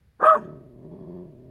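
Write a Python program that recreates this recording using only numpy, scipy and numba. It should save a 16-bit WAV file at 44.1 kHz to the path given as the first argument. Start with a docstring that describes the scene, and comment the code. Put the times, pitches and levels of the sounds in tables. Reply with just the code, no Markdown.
"""A puppy a few metres away outdoors gives one short high bark that sinks into a long closed-mouth growl.
The bark is a clear tone of partials with side lines from a slower oscillator, heard as a flutter.
It rasps at both ends: uneven pulses and noise puffs ring the open mouth, and the closed throat in the growl.
Trees echo the dog through coupled delay lines; faint wind and air hiss are noise bands.
Tiny high ticks, perhaps the harness, are short puffs of noise."""
import sys
import numpy as np
from scipy import signal
from scipy.io import wavfile
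from scipy.ndimage import uniform_filter1d
from numba import njit

SR = 44100
rng = np.random.default_rng(int(sys.argv[2]) if len(sys.argv) > 2 else 0)


def int16_out(signal):
    """Quantize to a 16-bit WAV file."""
    q = np.round(np.clip(np.atleast_2d(signal).T, -1, 1) * 32767)
    wavfile.write(sys.argv[1], SR, q.astype(np.int16))


def field_ratio(decibels):
    """Amplitude ratio for a level in dB (20 dB per decade); scalars and array-likes work."""
    return 10 ** (np.asarray(decibels, dtype=float) / 20)


N = 66150

# Clear tone of the bark, rms levels: time_s, pitch_hz, partial_1_db, partial_2_db
BARK_TONE = [(0.228, 570.8, -28, -31), (0.244, 637, -25.5, -15.5), (0.258, 614.2, -17.5, -24.5),
             (0.272, 628.8, -14.5, -15.5), (0.296, 644, -23, -12.5), (0.328, 629.5, -17.5, -17),
             (0.346, 611.5, -20, -28.5), (0.362, 590.5, -28.5, -30.5)]
# Open-mouth noise, rms levels: time_s, palate_db, breath_above_2_khz_db, breath_above_4_khz_db, chest_db
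RASP_LEVELS = [(0.19, -74, -89.5, -92.5, -66.5), (0.202, -49, -79, -81.5, -41),
               (0.23, -34, -62.5, -67.5, -28.5), (0.252, -20, -46.5, -57.5, -29.5),
               (0.266, -32.5, -42.5, -53.5, -44), (0.308, -34, -50, -60, -49.5),
               (0.33, -40.5, -60.5, -64, -45), (0.358, -35.5, -54.5, -61, -34.5),
               (0.38, -43.5, -64, -68, -32.5), (0.404, -60.5, -72, -74.5, -49),
               (0.45, -65.5, -71, -76.5, -60.5)]
# Slow vocal pulses: time_s, rate_hz, growl_rms_db, roughness (0-1), strong_weak_share (0-1)
VOCAL_PULSES = [(.19, 200.5, -69.5, .5, .1), (.225, 205.3, -40.5, 0.63, .1), (.28, 210.2, -53, 0.72, 0.2),
                (.345, 280, -51.5, .4, 0.3), (.375, 225.2, -34, .38, 0.2), (.41, 189.6, -39.5, .45, 0.2),
                (.5, 170.7, -40, .65, .25), (.6, 135.4, -45.5, 0.38, 0.3), (.7, 125.6, -50, 0.24, 0),
                (.8, 135.3, -47, 0.4, .1), (.86, 170.7, -41, 0.5, .2), (.89, 150, -44, .2, 0),
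                (.94, 189.5, -39.5, 0.65, .2), (.99, 170.8, -44, .8, .3), (1.02, 183.6, -39.5, .6, .3),
                (1.045, 150, -42.5, 0.4, 0.2), (1.09, 180.5, -38.5, 0.2, 0.5),
                (1.22, 181, -38.5, 0.06, 0.5), (1.255, 159.6, -44, 0.4, .2), (1.35, 133.2, -48.5, 0.39, .1),
                (1.5, 131.3, -47.5, 0.21, 0)]


def table(rows, col):
    """Linear interpolation of one table column along the time axis."""
    points = np.array(rows, float)
    return np.interp(np.arange(N) / SR, points[:, 0], points[:, col])


def fade(rows, col, rise_s=0.018, fall_s=0.026):
    """Exponential onset and decay: outside the table the gain changes 40 dB per rise_s or fall_s."""
    t = np.arange(N) / SR
    early = np.maximum(rows[0][0] - t, 0) / rise_s
    late = np.maximum(t - rows[-1][0], 0) / fall_s
    return field_ratio(np.maximum(table(rows, col) - 40 * (early + late), -200))


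def unit(x):
    """Normalisation of the mean power: rms 1."""
    return x / np.sqrt(np.mean(x ** 2))


def walk(rate_hz):
    """Low-passed random fluctuation: levels held for 1 / rate_hz and slewed twice."""
    hold = int(SR / rate_hz)
    steps = np.repeat(rng.standard_normal(N // hold + 1), hold)
    return 1.6 * uniform_filter1d(uniform_filter1d(steps, hold), hold)[:N]


@njit
def svf(x, centre_hz, width_hz):
    """Second-order resonance: a state-variable band-pass with a moving centre, gain 1 there."""
    y, band, low = np.empty(len(x)), 0., 0.
    for i in range(len(x)):
        g, damping = np.tan(np.pi * centre_hz[i] / SR), width_hz / centre_hz[i]
        v = (band + g * (x[i] - low)) / (1 + g * (g + damping))
        band, low, y[i] = 2 * v - band, low + 2 * g * v, damping * v
    return y


def steep(x, hz, width_hz):
    """Cascaded resonance: two equal band-passes give steeper skirts; rms 1."""
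    centre = hz * np.ones(N)
    return unit(svf(svf(x, centre, float(width_hz)), centre, float(width_hz)))


def tract(x, peaks, shift=1, patchy_db=0, size=3000):
    """Source-filter principle: parallel resonances, each flickering alone, evened to rms 1 over size samples."""
    y = 0
    for k, (hz, width_hz, db) in enumerate(peaks):
        gain = (-1) ** k * field_ratio(db + patchy_db * walk(38))
        y = y + gain * steep(x, hz * shift, width_hz)
    return y / np.sqrt(uniform_filter1d(y ** 2, size=size))


def wind():
    """Broadband turbulence: quarter-octave noise bands; the low ones swell with the gust and flicker more."""
    # Wind and air hiss, relative spectral density: freq_hz, density_db (per Hz)
    spectrum = [(20, -8), (70, -1.5), (160, -13), (334, -30), (500, -24.5), (1000, -38.5), (1600, -31.5),
                (3200, -41), (4700, -42), (5700, -51.5), (7000, -46.5), (8100, -52.5), (11000, -42),
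                (12600, -52), (15000, -51)]
    # Slow swell of the low bands: time_s, gain_db
    gust = [(0.2, -3), (.6, 1.5), (1.5, 4)]
    freq_hz, density_db = np.array(spectrum, float).T
    out = 0
    for hz in 22 * 2 ** (np.arange(39) / 4):
        # band power grows with bandwidth, which is proportional to hz
        db = np.interp(np.log(hz), np.log(freq_hz), density_db) + 10 * np.log10(hz)
        if hz < 130:
            db = db + table(gust, 1) + 1.5 * walk(8)
        else:
            db = db + 0.8 * walk(8)
        out = out + field_ratio(db) * steep(rng.standard_normal(N), hz, hz / 2.7)
    return field_ratio(-59) * unit(out)  # rms level in dB


@njit
def pulse(rate_hz, rough, half, late, big):
    """Relaxation oscillator: a click per cycle; roughness scatters period and size, alternate clicks are weaker."""
    out, phase, k = np.zeros(len(rate_hz) + 1), 0., 0
    for i in range(len(rate_hz)):
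        step = rate_hz[i] * np.exp(rough[i] * late[k]) / SR
        phase += step
        if phase >= 1:
            phase, k = phase - 1, k + 1
            size = np.exp(rough[i] * big[k]) * (1 + half[i] * (2 * (k % 2) - 1))
            # share the click between two samples to place it between them
            out[i] += size * phase / step
            out[i + 1] += size * (1 - phase / step)
    return out[:-1]


def vocal_source():
    """Glottal excitation: uneven clicks, and noise puffs amplitude-modulated by those clicks."""
    late, big = np.clip(rng.standard_normal((N // 50, 2)).T, -1.6, 1.2)
    rough = table(VOCAL_PULSES, 3)
    clicks = unit(pulse(table(VOCAL_PULSES, 1), rough, table(VOCAL_PULSES, 4), 0.35 * late, 0.85 * big))
    decay = np.exp(-1 / (SR * 0.0032))  # each puff decays with a time constant of 3.2 ms
    flow = 0.97 * np.mean(clicks) + signal.lfilter([1], [1, -decay], clicks) / 150
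    puffs = unit(flow * rng.standard_normal(N))
    return clicks, puffs


def rasp(clicks, puffs):
    """Formant resonance: pulses and puffs ring mouth, palate and chest; the jaw moves mouth and chest."""
    # Jaw: time_s, frequency_factor, mouth_rms_db
    jaw = [(.192, 0.7, -64.5), (.207, 1.1, -32.5), (.225, 0.95, -30), (.24, 1.056, -17.5),
           (.255, 1.02, -20), (.27, 1.0, -27), (.335, 1.2, -35), (.355, 1.0, -22.5), (.37, 0.95, -26),
           (.385, .84, -41), (.42, .9, -60.5)]
    # Mouth resonances before the jaw's factor: freq_hz, width_hz (of each pass), relative_db
    mouth = [(727, 280, -9.5), (1123, 220, -1)]
    # Palate resonances: freq_hz, width_hz (of each pass), relative_db
    palate = [(1517, 280, 1.5), (1675, 310, 1), (1810, 340, -9)]
    # Chest resonances before the jaw's factor squared: freq_hz, width_hz (of each pass), relative_db
    chest = [(384, 190, -5), (502, 130, -0.5)]
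    torn = clicks + 1.8 * puffs
    factor = table(jaw, 1)
    mouth_ring = fade(jaw, 2, fall_s=0.085) * tract(torn, mouth, factor, size=1100)
    palate_ring = fade(RASP_LEVELS, 1, fall_s=0.086) * tract(torn, palate)
    chest_ring = fade(RASP_LEVELS, 4) * tract(torn, chest, factor ** 2, size=1100)
    return mouth_ring + palate_ring + chest_ring


def breath(puffs):
    """Turbulent noise through resonances: steady and puffed air; the top ones follow the bark's pitch."""
    # Resonances above 2 kHz: freq_hz, width_hz (of each pass), relative_db
    middle = [(2476, 500, 4), (3210, 600, 1), (3517, 500, 0)]
    # Resonances above 4 kHz, for a pitch of 635 Hz: freq_hz, width_hz (of each pass), relative_db
    top = [(4640, 900, -2.5), (5800, 1000, -4), (7080, 850, 3.5), (8940, 2200, 1.5), (11200, 2700, -1.5),
           (14600, 3500, -8)]
    air = rng.standard_normal(N) + 1.1 * puffs
    middle_hiss = fade(RASP_LEVELS, 2, fall_s=0.15) * tract(air, middle, patchy_db=3.0)
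    top_hiss = tract(air, top, table(BARK_TONE, 1) / 635, patchy_db=2.5)
    return middle_hiss + fade(RASP_LEVELS, 3, fall_s=0.08) * top_hiss


def growl(clicks, puffs):
    """Closed-tract resonance: the pulses ring the throat and upper resonances; roughness adds puffs in the throat."""
    # Throat resonances: freq_hz, width_hz (of each pass), relative_db
    throat = [(150, 120, -1), (252.7, 110, -7), (372, 76.5, -2.5), (607.5, 110, -11.5)]
    # Upper resonances, the nose: freq_hz, width_hz (of each pass), relative_db
    nose = [(827, 470, 4), (1016, 340, 5.5), (1755, 160, -11), (3340, 70, -19.5), (4500, 640, -18.5)]
    # Level of the upper resonances: time_s, rms_db
    nose_level = [(0.5, -62), (0.654, -78.5), (0.81, -71.5), (0.842, -64), (0.892, -73.5), (0.916, -61.5),
                  (1.02, -63.5), (1.178, -61), (1.36, -77.5), (1.5, -75)]
    rough = table(VOCAL_PULSES, 3)
    throat_ring = tract(clicks + (0.06 + 0.6 * rough) * puffs, throat, size=2000)
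    nose_ring = tract(clicks + 1.8 * puffs, nose)
    return fade(VOCAL_PULSES, 2) * throat_ring + fade(nose_level, 1, rise_s=0.12) * nose_ring


def clear_voice():
    """Additive harmonics with modulation side lines: partials on the bark's pitch and a slower oscillator."""
    # Upper partials: partial_number, level_db (under partial 2)
    upper = [(3, -29.5), (5, -47)]
    # Flutter line under partial 2, which surges twice: time_s, rms_db
    flutter = [(.262, -36.5), (.275, -29), (.287, -13), (.301, -28.5), (.312, -12), (.322, -35),
               (.335, -29.5)]
    flutter_hz, side_db = 116.85, -21  # mean rate; upper side line relative to partial 1
    phase = 2 * np.pi * np.cumsum(table(BARK_TONE, 1) * (1 + 0.0025 * walk(120))) / SR
    slow = 2 * np.pi * np.cumsum(flutter_hz * (1 + 0.058 * walk(60))) / SR
    side_lines = field_ratio(side_db) * (np.sin(phase + slow) + 0.26 * np.sin(phase - slow))
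    first = fade(BARK_TONE, 2, fall_s=0.034) * (np.sin(phase) + side_lines)
    harmonics = np.sin(2 * phase + 1)
    for k, db in upper:
        harmonics = harmonics + field_ratio(db + 2 * walk(98)) * np.sin(k * phase)
    second = fade(BARK_TONE, 3, fall_s=0.0043) * harmonics
    under_second = fade(flutter, 1) * np.sin(2 * phase - slow)
    return np.sqrt(2) * (first + second + under_second)  # sine rms to peak


@njit
def trees(x, lags, gain, damp):
    """Diffuse reverberation: eight delay lines that feed each other, duller on every round."""
    line, soft, out = np.zeros((8, 8192)), np.zeros(8), np.zeros(len(x))
    for i in range(len(x)):
        total = 0.
        for k in range(8):
            soft[k] += (1 - damp) * (gain[k] * line[k, (i - lags[k]) & 8191] - soft[k])
            total += soft[k] * (1 - 2 * (k & 1))
        out[i] = total
        total = soft.sum()
        for k in range(8):
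            line[k, i & 8191] = x[i] + soft[k] - total / 4
    return out


def tree_echo(dog):
    """Directivity: the dog faces the trees, so they get more of partials 1 and 3, less of 2, more treble."""
    t60_s, damp, echo_db = 0.66, 0.36, -36.5  # t60 is that of the lines before damping
    ones = np.ones(N)
    ahead = dog + field_ratio(8.5) * svf(dog, 1900 * ones, 350.) + field_ratio(7.0) * svf(dog, 635 * ones, 230.)
    ahead = ahead - 0.5 * svf(dog, 1275 * ones, 150.) + field_ratio(13) * svf(dog, 4500 * ones, 1400.)
    lags = rng.integers(700, 4500, size=8)  # samples
    gain = field_ratio(-60 * lags / SR / t60_s)
    return field_ratio(echo_db) * trees(ahead + 1e-18, lags, gain, damp)  # the offset avoids denormal numbers


def ticks():
    """Transient noise: Gaussian envelopes on a high noise band, perhaps the harness."""
    # Ticks: time_s, peak_gain_db, length_s (half-width at 1/e of the peak)
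    tick_rows = [(1.053, -86, .003), (1.174, -81.5, 0.011)]
    t = np.arange(N) / SR
    shape = sum(field_ratio(db) * np.exp(-((t - s) / length) ** 2) for s, db, length in tick_rows)
    return shape * steep(rng.standard_normal(N), 14200, 2500)


def scene():
    """Linear superposition of the dog, its echo, the wind and the ticks in one channel."""
    clicks, puffs = vocal_source()
    dog = clear_voice() + rasp(clicks, puffs) + breath(puffs) + growl(clicks, puffs)
    return (wind() + dog + tree_echo(dog) + ticks())[None]


def top_cut(x):
    """Nothing passes above the cut-off."""
    return signal.sosfilt(signal.butter(12, 15780, fs=SR, output="sos"), x)


def record(dry):
    """Single-point pickup: the superposed pressure is the finished mix."""
    return top_cut(dry)


dry = scene()
out = record(dry)
int16_out(out)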